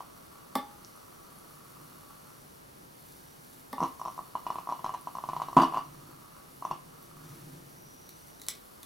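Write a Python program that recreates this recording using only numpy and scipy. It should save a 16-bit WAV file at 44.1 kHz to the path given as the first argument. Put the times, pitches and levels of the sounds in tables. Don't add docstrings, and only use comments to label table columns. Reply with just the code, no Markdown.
import sys
import numpy as np
from scipy import signal
from scipy.fft import rfft, irfft
from scipy.io import wavfile
from scipy.ndimage import uniform_filter1d

SR = 44100
rng = np.random.default_rng(int(sys.argv[2]) if len(sys.argv) > 2 else 0)


def output_pcm(signal):
    pcm = np.clip(np.atleast_2d(signal).T, -1, 1) * 32767
    wavfile.write(sys.argv[1], SR, np.round(pcm).astype(np.int16))


N = 390285

# start in seconds, peak in dB, sizzle in dB, rasp in dB.
POPS = [(0.0055, -29, -55, -55.5), (3.7815, -25.5, -57, -54), (3.804, -19.5, -43, -56),
        (3.8156, -22, -52, -61), (3.821, -25.5, -49, -66), (3.8276, -17, -49, -45), (3.835, -20, -39, -57),
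        (3.841, -25, -59.0, -61), (3.8478, -26, -56.5, -48), (3.8578, -26, -47, -61),
        (3.9965, -35.5, -50, -66), (4.0148, -25.5, -49, -59), (4.0519, -28.5, -45, -62),
        (4.0579, -26, -59.0, -53), (4.075, -29.5, -60, -55), (4.0816, -25, -48, -61),
        (4.1783, -31, -65, -68), (4.1903, -26, -62, -66), (4.353, -20.5, -59.0, -50),
        (4.466, -22.5, -58, -46.5), (4.5029, -19.5, -46, -50.5), (4.5565, -26.5, -59, -49.5),
        (4.585, -24.5, -57, -50), (4.6726, -26.5, -64, -63), (4.69, -25, -50, -62),
        (4.697, -26, -54.0, -50), (4.7147, -30, -60, -54), (4.723, -20.5, -49, -52),
        (4.7928, -31.5, -59.0, -55), (4.844, -20.5, -46, -45), (4.8625, -24.5, -47, -48),
        (4.893, -24.5, -52, -53), (4.939, -27.5, -46.5, -48.5), (4.946, -27, -59.0, -56.5),
        (5.072, -24.5, -59.0, -53), (5.1521, -27, -51, -55.5), (5.1694, -34, -67, -56),
        (5.185, -26.5, -52, -59.5), (5.2385, -24.5, -63, -55), (5.2885, -23, -48, -46),
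        (5.2974, -28.5, -66, -62), (5.333, -22.5, -56, -52.5), (5.365, -22.5, -58, -49),
        (5.3994, -25.5, -63, -52), (5.408, -34, -64, -66), (5.418, -20.5, -55, -44),
        (5.485, -26.5, -54, -52.5), (5.5295, -29.5, -49.5, -59.5), (5.5675, -10.5, -36.5, -45.5),
        (5.5705, -5, -64, -42.5), (5.5777, -11, -58, -35.5), (5.5876, -9, -57, -56),
        (5.598, -11.5, -57, -40.5), (5.606, -16, -52, -71), (5.6161, -17, -48.0, -40),
        (5.622, -16, -37, -64.0), (5.6335, -12, -47, -39.0), (5.6363, -20.5, -45, -64.0),
        (5.649, -22, -54, -62), (5.724, -28, -59.0, -56), (5.737, -24, -59.0, -53),
        (5.744, -24, -53.0, -45), (5.7517, -31, -61, -55), (5.7632, -27, -57.0, -49),
        (5.7717, -17, -46, -48), (5.7839, -31, -59.0, -61.0), (5.7912, -31, -57, -57),
        (6.6239, -28, -62, -60), (6.6507, -21, -43.5, -52), (6.7117, -20, -43.5, -51)]
# frequency in Hz, gain in dB.
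PUFF_SPECTRUM = [(50, -45), (150, -7.5), (380, -4), (520, -2), (750, 2), (1150, -2), (1550, -7.5),
                 (2200, -13), (5000, -16), (15000, -22)]
SIZZLE_SPECTRUM = [(1500, -14.5), (4700, -25.5), (5400, 4), (6200, 2), (7000, -12), (15000, -19.5)]
RASP_SPECTRUM = [(1500, 0), (1900, -8.5), (2350, -9), (2850, -3), (3300, -7), (3700, -8.5), (4100, -8.5),
                 (4750, -13), (5300, -13.5), (15000, -23)]
# frequency in Hz, gain in dB, t60 in seconds.
LOWER_AIR_MODES = [(734, -7.5, 0.013)]
UPPER_AIR_MODES = [(2840, -31, .007), (4396, -33.5, .009), (8900, -37, 0.0078)]

# start in seconds, length in seconds, boom in dB,
# fall of the boom's drive in dB per second, thump relative to the boom in dB, rush in dB.
FLARES = [(3.816, 0.018, -35, 8, -14, -49), (5.566, 0.064, -20.5, 137, -5, -32.5),
          (5.735, 0.056, -52.5, 20, 7, -42.5), (6.705, 0.018, -48, 55, 2, -41)]
# frequency in Hz, relative level in dB, t60 in seconds.
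BOOM_MODES = [(261, -1.5, 0.14), (330, -6, 0.076), (410, -18.5, 0.081)]
THUMP_MODES = [(160, -9, 0.141)]
# frequency in Hz, gain in dB.
RUSH_SPECTRUM = [(500, -8), (750, 14.5), (1050, 21.5), (1250, 15), (1600, 6.5), (2200, -23), (2850, 3.5),
                 (3500, -5), (4700, -38), (6500, -15), (15000, -21)]
# frequency in Hz, width in Hz, level against the rush in dB.
HOWL_BANDS = [(2820, 180, -13), (4720, 260, -17.5)]

# start in seconds, peak in dB, pitch in Hz.
BUBBLES = [(0.8478, -34, 5600), (0.9626, -40, 10900), (1.387, -42, 10400), (3.0011, -43, 13000),
           (5.012, -39, 10500), (7.028, -39, 14000), (7.823, -41, 13000)]
# frequency in Hz, gain in dB.
FIZZ_SPECTRUM = [(300, -15), (700, -5), (950, -1), (1150, 8.5), (1380, 3.5), (1600, -11.5), (2450, -20),
                 (2850, -12.5), (3250, -34.5), (3900, -21), (4400, -9), (4900, -23), (15000, -14.5)]
PRICKLE_SPECTRUM = [(300, -25.5), (1900, -4), (2500, -11.5), (3500, -6), (4300, -4), (5900, -5),
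                    (7000, -3.5), (9200, -4.5), (10800, 4.5), (11600, 0), (12600, 2), (15500, -2.5)]
# start in seconds, end in seconds, level in dB.
FIZZ_SPELLS = [(0, 2.3, -61), (4.2, 6.4, -62.5), (6.9, 7.32, -62.5), (8.68, 8.85, -66)]
PRICKLE_SPELLS = [(.85, 2.3, -65.5), (3, 5.6, -63.5), (6.1, 6.8, -69), (7.35, 8.85, -66.5)]

# start in seconds, peak of the ring in dB, tick relative to it in dB.
KNOCKS = [(0.554, -17.5, -9), (3.729, -27.5, -10.5)]
# frequency in Hz, relative level in dB, t60 in seconds.
GLASS_MODES = [(236, 8, 0.046), (256.6, 2.5, 0.15), (429, 0, .06), (562, 7, 0.062), (703, 4.5, 0.048),
               (826, -6, 0.5), (836, -6, 0.44), (845, 2.5, 0.12), (913, 8, 0.17), (1147, 13.5, 0.037),
               (1754, -1, 0.038), (2094, -3.5, 0.067), (3542, -6, 0.092), (4500, -18, 0.05),
               (5370, -17, .04)]
# frequency in Hz, gain in dB.
TICK_SPECTRUM = [(300, 5), (1900, 8), (2450, -20), (3200, -3.5), (3600, 4), (4300, -1.5), (5300, 1),
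                 (6800, -13), (9000, -3.5), (11000, -2.5), (15000, 0.5)]

# start in seconds, base level in dB.
LATCH_CLICKS = [(8.0918, -40), (8.398, -46), (8.4167, -35.5), (8.436, -44), (8.466, -40), (8.552, -45),
                (8.8308, -37)]
# frequency in Hz, gain in dB.
LATCH_SPECTRUM = [(100, -21), (700, -9), (1200, -2), (1550, -12), (1900, 1), (2300, -2), (3100, -8),
                  (3800, 8), (4400, 5), (5000, -4), (5700, 3), (6500, 0), (8300, -1), (10000, 3),
                  (15500, -1)]
HANDLE_SPECTRUM = [(50, -24), (250, -12), (700, -17), (1250, 5), (1600, -4), (2100, 8.5), (2850, -10),
                   (3900, 5), (4600, -4.5), (5400, 7.5), (6400, -3), (7700, 10.5), (9500, -2.5), (11400, 3),
                   (12600, -7), (15500, -2)]
# frequency in Hz, relative level in dB, t60 in seconds.
HANDLE_MODES = [(1290, -27, 0.033), (1950, -20, 0.011), (2280, -18, 0.0091), (3800, -16, .008),
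                (5000, -13, .008), (5700, -13, .008), (7450, -13, 0.0087), (8250, -10, .008)]
# frequency in Hz, gain in dB.
FLUTTER_SPECTRUM = [(40, -15.5), (100, -13), (148, 7), (200, -14.5), (250, -5.5), (320, -6.5), (500, -29.5),
                    (1500, -31.5), (8000, -35)]
# start in seconds, end in seconds, level in dB.
FLAME_SPELLS = [(1.7, 1.9, -63.5), (5.3, 6.05, -55), (6.6, 7.1, -62.5), (7.25, 7.55, -50.5)]
JET_SPELLS = [(7.1, 7.7, -73), (7.75, 8.1, -68.5)]

# delay in seconds, gain in dB.
ECHOES = [(.00494, -19.5), (.0061, -13), (.0081, -13.5), (.01136, -17.5), (.01748, -14.5), (0.028, -19),
          (.03531, -26.5)]
# band centre in Hz, t60 in seconds, level in dB, side minus mid in dB.
REVERB_BANDS = [(139, 0.23, -17.5, -10), (373, 0.29, -5.5, -21), (990, 0.48, -18, 1.5),
                (2420, 0.26, -1.5, -7.5), (5960, 0.19, -8.5, -12.5), (14000, 0.15, -9, -12.5)]
# frequency in Hz, gain in dB.
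BACKGROUND_SPECTRUM = [(15, -65), (25, -9), (157, -4), (194, -3), (361, -7.5), (437, -9), (710, -13.5),
                       (929, -13.5), (1180, -15), (1550, -18), (2500, -22.5), (5820, -22), (7030, -25.5),
                       (10800, -21), (15800, -28)]
BACKGROUND_SIDE = [(60, -15.5), (110, -6), (200, -4.5), (380, 3), (700, 7), (1290, 8), (2380, 2),
                   (4400, -3), (8120, -8.5), (15000, -17)]


def pops(cold_hz=1038, hz_per_heat=35, column_t60=0.019, pitch_scatter=0.021, damping_scatter=0.14):
    out, t = np.zeros(N), seconds(.12)
    for s, db, sizzle_db, rasp_db in ignitions():
        hz = (cold_hz + hz_per_heat * heat(s)) * (1 + pitch_scatter * rng.standard_normal())
        t60 = column_t60 * np.exp(damping_scatter * rng.standard_normal())
        tone = colour(ring([(hz, 0, t60)] + LOWER_AIR_MODES, t), PUFF_SPECTRUM)
        bench_echo = undb(-4) * delay(tone, 0.00095)
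        add(out, s, undb(db) * peak(tone + bench_echo))
        sizzle = undb(sizzle_db) * crack(SIZZLE_SPECTRUM, decay_s=0.0014, tail_db=-20.5, tail_s=0.0053)
        burn = crack(RASP_SPECTRUM, decay_s=0.0033, tail_db=-11.5, tail_s=0.028)
        rasp = undb(rasp_db) * beaker_air(burn)
        overhead_echo = undb(-5.5) * delay(rasp, .0081)
        add(out, s + 0.0006, sizzle + rasp + overhead_echo)
    return out


def ignitions(after_chance=0.13, after_s=0.01, after_db=-10):
    rows = list(POPS)
    for (s, *levels), (draw, wait) in zip(POPS, rng.random((len(POPS), 2))):
        if draw < after_chance:
            rows.append((s + after_s * (.5 + wait), *(db + after_db for db in levels)))
    return rows


def heat(s, per_pop=0.025, cooling_s=0.39):
    return per_pop * sum(np.exp(-(s - earlier) / cooling_s) for earlier, *_ in POPS if earlier < s)


def beaker_air(x):
    response = 2 * np.gradient(ring(UPPER_AIR_MODES, seconds(.04)))
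    return x + signal.fftconvolve(x, response)[:len(x)]


def flares(release_s=0.0056, kick=0.79, howl_flat=0.22, glide_s=0.0074, swell_s=0.00323, sputter_db=4):
    out, t = np.zeros(N), seconds(.4)
    for s, length, boom_db, fall_db_per_s, thump_db, rush_db in FLARES:
        burning = np.exp(-np.maximum(t - length, 0) / release_s)
        drive = rng.standard_normal(len(t)) * burning * undb(-fall_db_per_s * t)
        drive[0] += kick * np.linalg.norm(drive)
        for modes, level_db in ((BOOM_MODES, boom_db), (THUMP_MODES, boom_db + thump_db)):
            for hz, db, t60 in modes:
                boom = signal.fftconvolve(drive, ring([(hz, 0, t60)], t))[:len(t)]
                loudest_rms = np.sqrt(uniform_filter1d(boom ** 2, size=1400).max())
                add(out, s, undb(level_db + db) * boom / loudest_rms)
        rush = unit(colour(rng.standard_normal(len(t)), RUSH_SPECTRUM))
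        glide = 1 - howl_flat * np.exp(-t / glide_s)
        howl = sum(undb(db) * resonance(hz * glide, width) for hz, width, db in HOWL_BANDS)
        howl *= 1 - np.exp(-t / swell_s)
        sputter = unit(undb(sputter_db * walk(260)[:len(t)]))
        add(out, s, undb(rush_db) * burning * sputter * (rush + howl))
    return out


def fizz(bubble_t60=0.0016, bubble_rise_s=0.00017):
    bursts = unit(colour(grains(per_s=3000, spread_db=6.0), FIZZ_SPECTRUM))
    out = bursts * spells(FIZZ_SPELLS, idle_db=-75.5, attack_s=0.14, release_s=0.16)
    t = seconds(.02)
    onset = 1 - np.exp(-t / bubble_rise_s)
    for s, db, hz in BUBBLES:
        add(out, s, undb(db) * peak(ring([(hz, 0, bubble_t60)], t) * onset))
    return out


def prickle(surge_db=1.0, bench_s=60 / SR, bench_db=-10):
    clicks = colour(grains(per_s=9000, spread_db=4.0), PRICKLE_SPECTRUM)
    bursts = beaker_air(clicks) * undb(surge_db * walk(10))
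    hollow = bursts + undb(bench_db) * delay(bursts, bench_s)
    return unit(hollow) * spells(PRICKLE_SPELLS, idle_db=-64, attack_s=0.16, release_s=0.18)


def knocks(lag_cycles=1.075):
    out, t = np.zeros(N), seconds(.6)
    for s, db, tick_db in KNOCKS:
        body = sum(delay(ring([(hz, gain_db, t60)], t), lag_cycles / hz)
                   for hz, gain_db, t60 in GLASS_MODES)
        tick = crack(TICK_SPECTRUM, decay_s=0.0022, tail_db=-3.5, tail_s=0.0036)
        add(out, s, undb(db) * peak(body))
        add(out, s, undb(db + tick_db) * tick)
    return out


def trigger(contact_db=6, chatter_db=-2, snap_at_s=8.485, snap_db=-20.5):
    out = np.zeros(N)
    contact = peak(colour(signal.unit_impulse(512), LATCH_SPECTRUM))
    for s, db in LATCH_CLICKS:
        chatter = crack(LATCH_SPECTRUM, decay_s=0.0019, tail_db=-22.0, tail_s=0.014)
        add(out, s, undb(db + contact_db) * contact)
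        add(out, s, undb(db + chatter_db) * chatter)
    snap = crack(HANDLE_SPECTRUM, decay_s=0.0017, tail_db=-26, tail_s=0.014)
    handle = ring(HANDLE_MODES, np.arange(len(snap)) / SR)
    add(out, snap_at_s, undb(snap_db) * (snap + handle))
    return out


def lighter(rough_db=0.5, nozzle_hz=5820, drift_hz=35, waver_db=2.5, gas_off_s=8.38, fade_s=0.068):
    rumble = colour(rng.standard_normal(N), FLUTTER_SPECTRUM)
    flutter = unit(rumble * undb(rough_db * walk(45)))
    nozzle = resonance(nozzle_hz + drift_hz * walk(2.7), width_hz=230)
    whistle = unit(nozzle * undb(waver_db * walk(12)))
    flame = flutter * spells(FLAME_SPELLS, idle_db=-66, attack_s=0.082, release_s=0.18)
    jet = whistle * spells(JET_SPELLS, idle_db=-75, attack_s=0.2, release_s=0.17)
    valve = np.exp(-np.maximum(np.arange(N) / SR - gas_off_s, 0) / fade_s)
    return valve * (flame + jet)


def workshop(x, onset_s=.01, rise_s=0.0013):
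    t = seconds(.8)
    log_hz = np.log(np.maximum(np.fft.rfftfreq(len(t), 1 / SR), 1))
    centres = np.log([hz for hz, *_ in REVERB_BANDS])
    tail = 0
    for share, (_, t60, db, side_db) in zip(np.eye(len(REVERB_BANDS)), REVERB_BANDS):
        fade = np.exp(-np.log(1000) * t / t60) * np.clip((t - onset_s) / rise_s, 0, 1)
        band = np.sqrt(np.interp(log_hz, centres, share))
        mid, side = irfft(rfft(rng.standard_normal((2, len(t)))) * band, len(t))
        tail = tail + undb(db) * stereo(mid, undb(side_db) * side) * fade / np.linalg.norm(fade)
    early = sum(undb(db) * delay(x, s) for s, db in ECHOES)
    return x + early + signal.fftconvolve(x[None], tail, axes=1)[:, :N]


def room_tone(mid_db=-57):
    mid, side = (unit(colour(rng.standard_normal(N), BACKGROUND_SPECTRUM)) for _ in range(2))
    return undb(mid_db) * stereo(mid, colour(side, BACKGROUND_SIDE))


def ring(modes, t):
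    return sum(undb(db) * np.sin(2 * np.pi * hz * t) * np.exp(-np.log(1000) * t / t60)
               for hz, db, t60 in modes)


def crack(spectrum, decay_s, tail_db, tail_s):
    t = seconds(.15)
    envelope = np.exp(-t / decay_s) + undb(tail_db) * np.exp(-t / tail_s)
    burst = colour(rng.choice([-1, 1], len(t)) * envelope, spectrum)
    return burst * np.linalg.norm(envelope) / np.linalg.norm(burst)


def resonance(hz, width_hz):
    pole = np.exp(-np.pi * width_hz / SR)
    a, b = signal.lfilter([1], [1, -2 * pole, pole ** 2], rng.standard_normal((2, len(hz))))
    phase = 2 * np.pi * np.cumsum(hz) / SR
    return unit(a * np.cos(phase) + b * np.sin(phase))


def grains(per_s, spread_db):
    sizes = rng.standard_normal(N) * undb(spread_db * np.minimum(rng.exponential(size=N), 4))
    return (rng.random(N) < per_s / SR) * sizes


def spells(rows, idle_db, attack_s, release_s):
    t = np.arange(N) / SR
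    power = undb(idle_db) ** 2
    for start, end, db in rows:
        envelope = np.exp(-np.maximum(start - t, 0) / attack_s - np.maximum(t - end, 0) / release_s)
        power = power + (undb(db) * envelope) ** 2
    return np.sqrt(power)


def walk(per_s):
    hold = int(SR / per_s)
    held = np.repeat(rng.standard_normal(N // hold + 1), hold)
    return unit(uniform_filter1d(uniform_filter1d(held, hold), hold)[:N])


def radiate(x, cut_hz):
    return signal.sosfilt(signal.butter(6, cut_hz, "high", fs=SR, output="sos"), x)


def colour(x, spectrum, size=4096):
    hz, db = np.transpose(spectrum)
    bin_hz = np.maximum(np.fft.rfftfreq(size, 1 / SR), 1)
    gain = undb(np.interp(np.log(bin_hz), np.log(hz), db))
    cepstrum = irfft(np.log(gain))
    cepstrum[1:size // 2] *= 2
    cepstrum[size // 2 + 1:] = 0
    return signal.fftconvolve(x, irfft(np.exp(rfft(cepstrum))))[:len(x)]


def delay(x, s):
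    i = np.arange(len(x))
    return np.interp(i - s * SR, i, x, left=0)


def add(out, s, x):
    i = max(int(round(s * SR)), 0)
    out[i:i + len(x)] += x[:max(N - i, 0)]


def stereo(mid, side):
    return np.array([mid + side, mid - side])


def undb(db):
    return 10 ** (np.asarray(db) / 20)


def unit(x):
    return x / np.sqrt(np.mean(x ** 2))


def peak(x):
    return x / np.abs(x).max()


def seconds(length):
    return np.arange(int(length * SR)) / SR


def scene():
    beaker = pops() + radiate(flares(), cut_hz=118) + fizz() + prickle() + radiate(knocks(), cut_hz=130)
    return workshop(beaker + trigger() + lighter()) + room_tone()


def record(dry, top_hz=15900):
    return signal.sosfilt(signal.ellip(10, .1, 70, top_hz, fs=SR, output="sos"), dry)


dry = scene()
out = record(dry)
output_pcm(out)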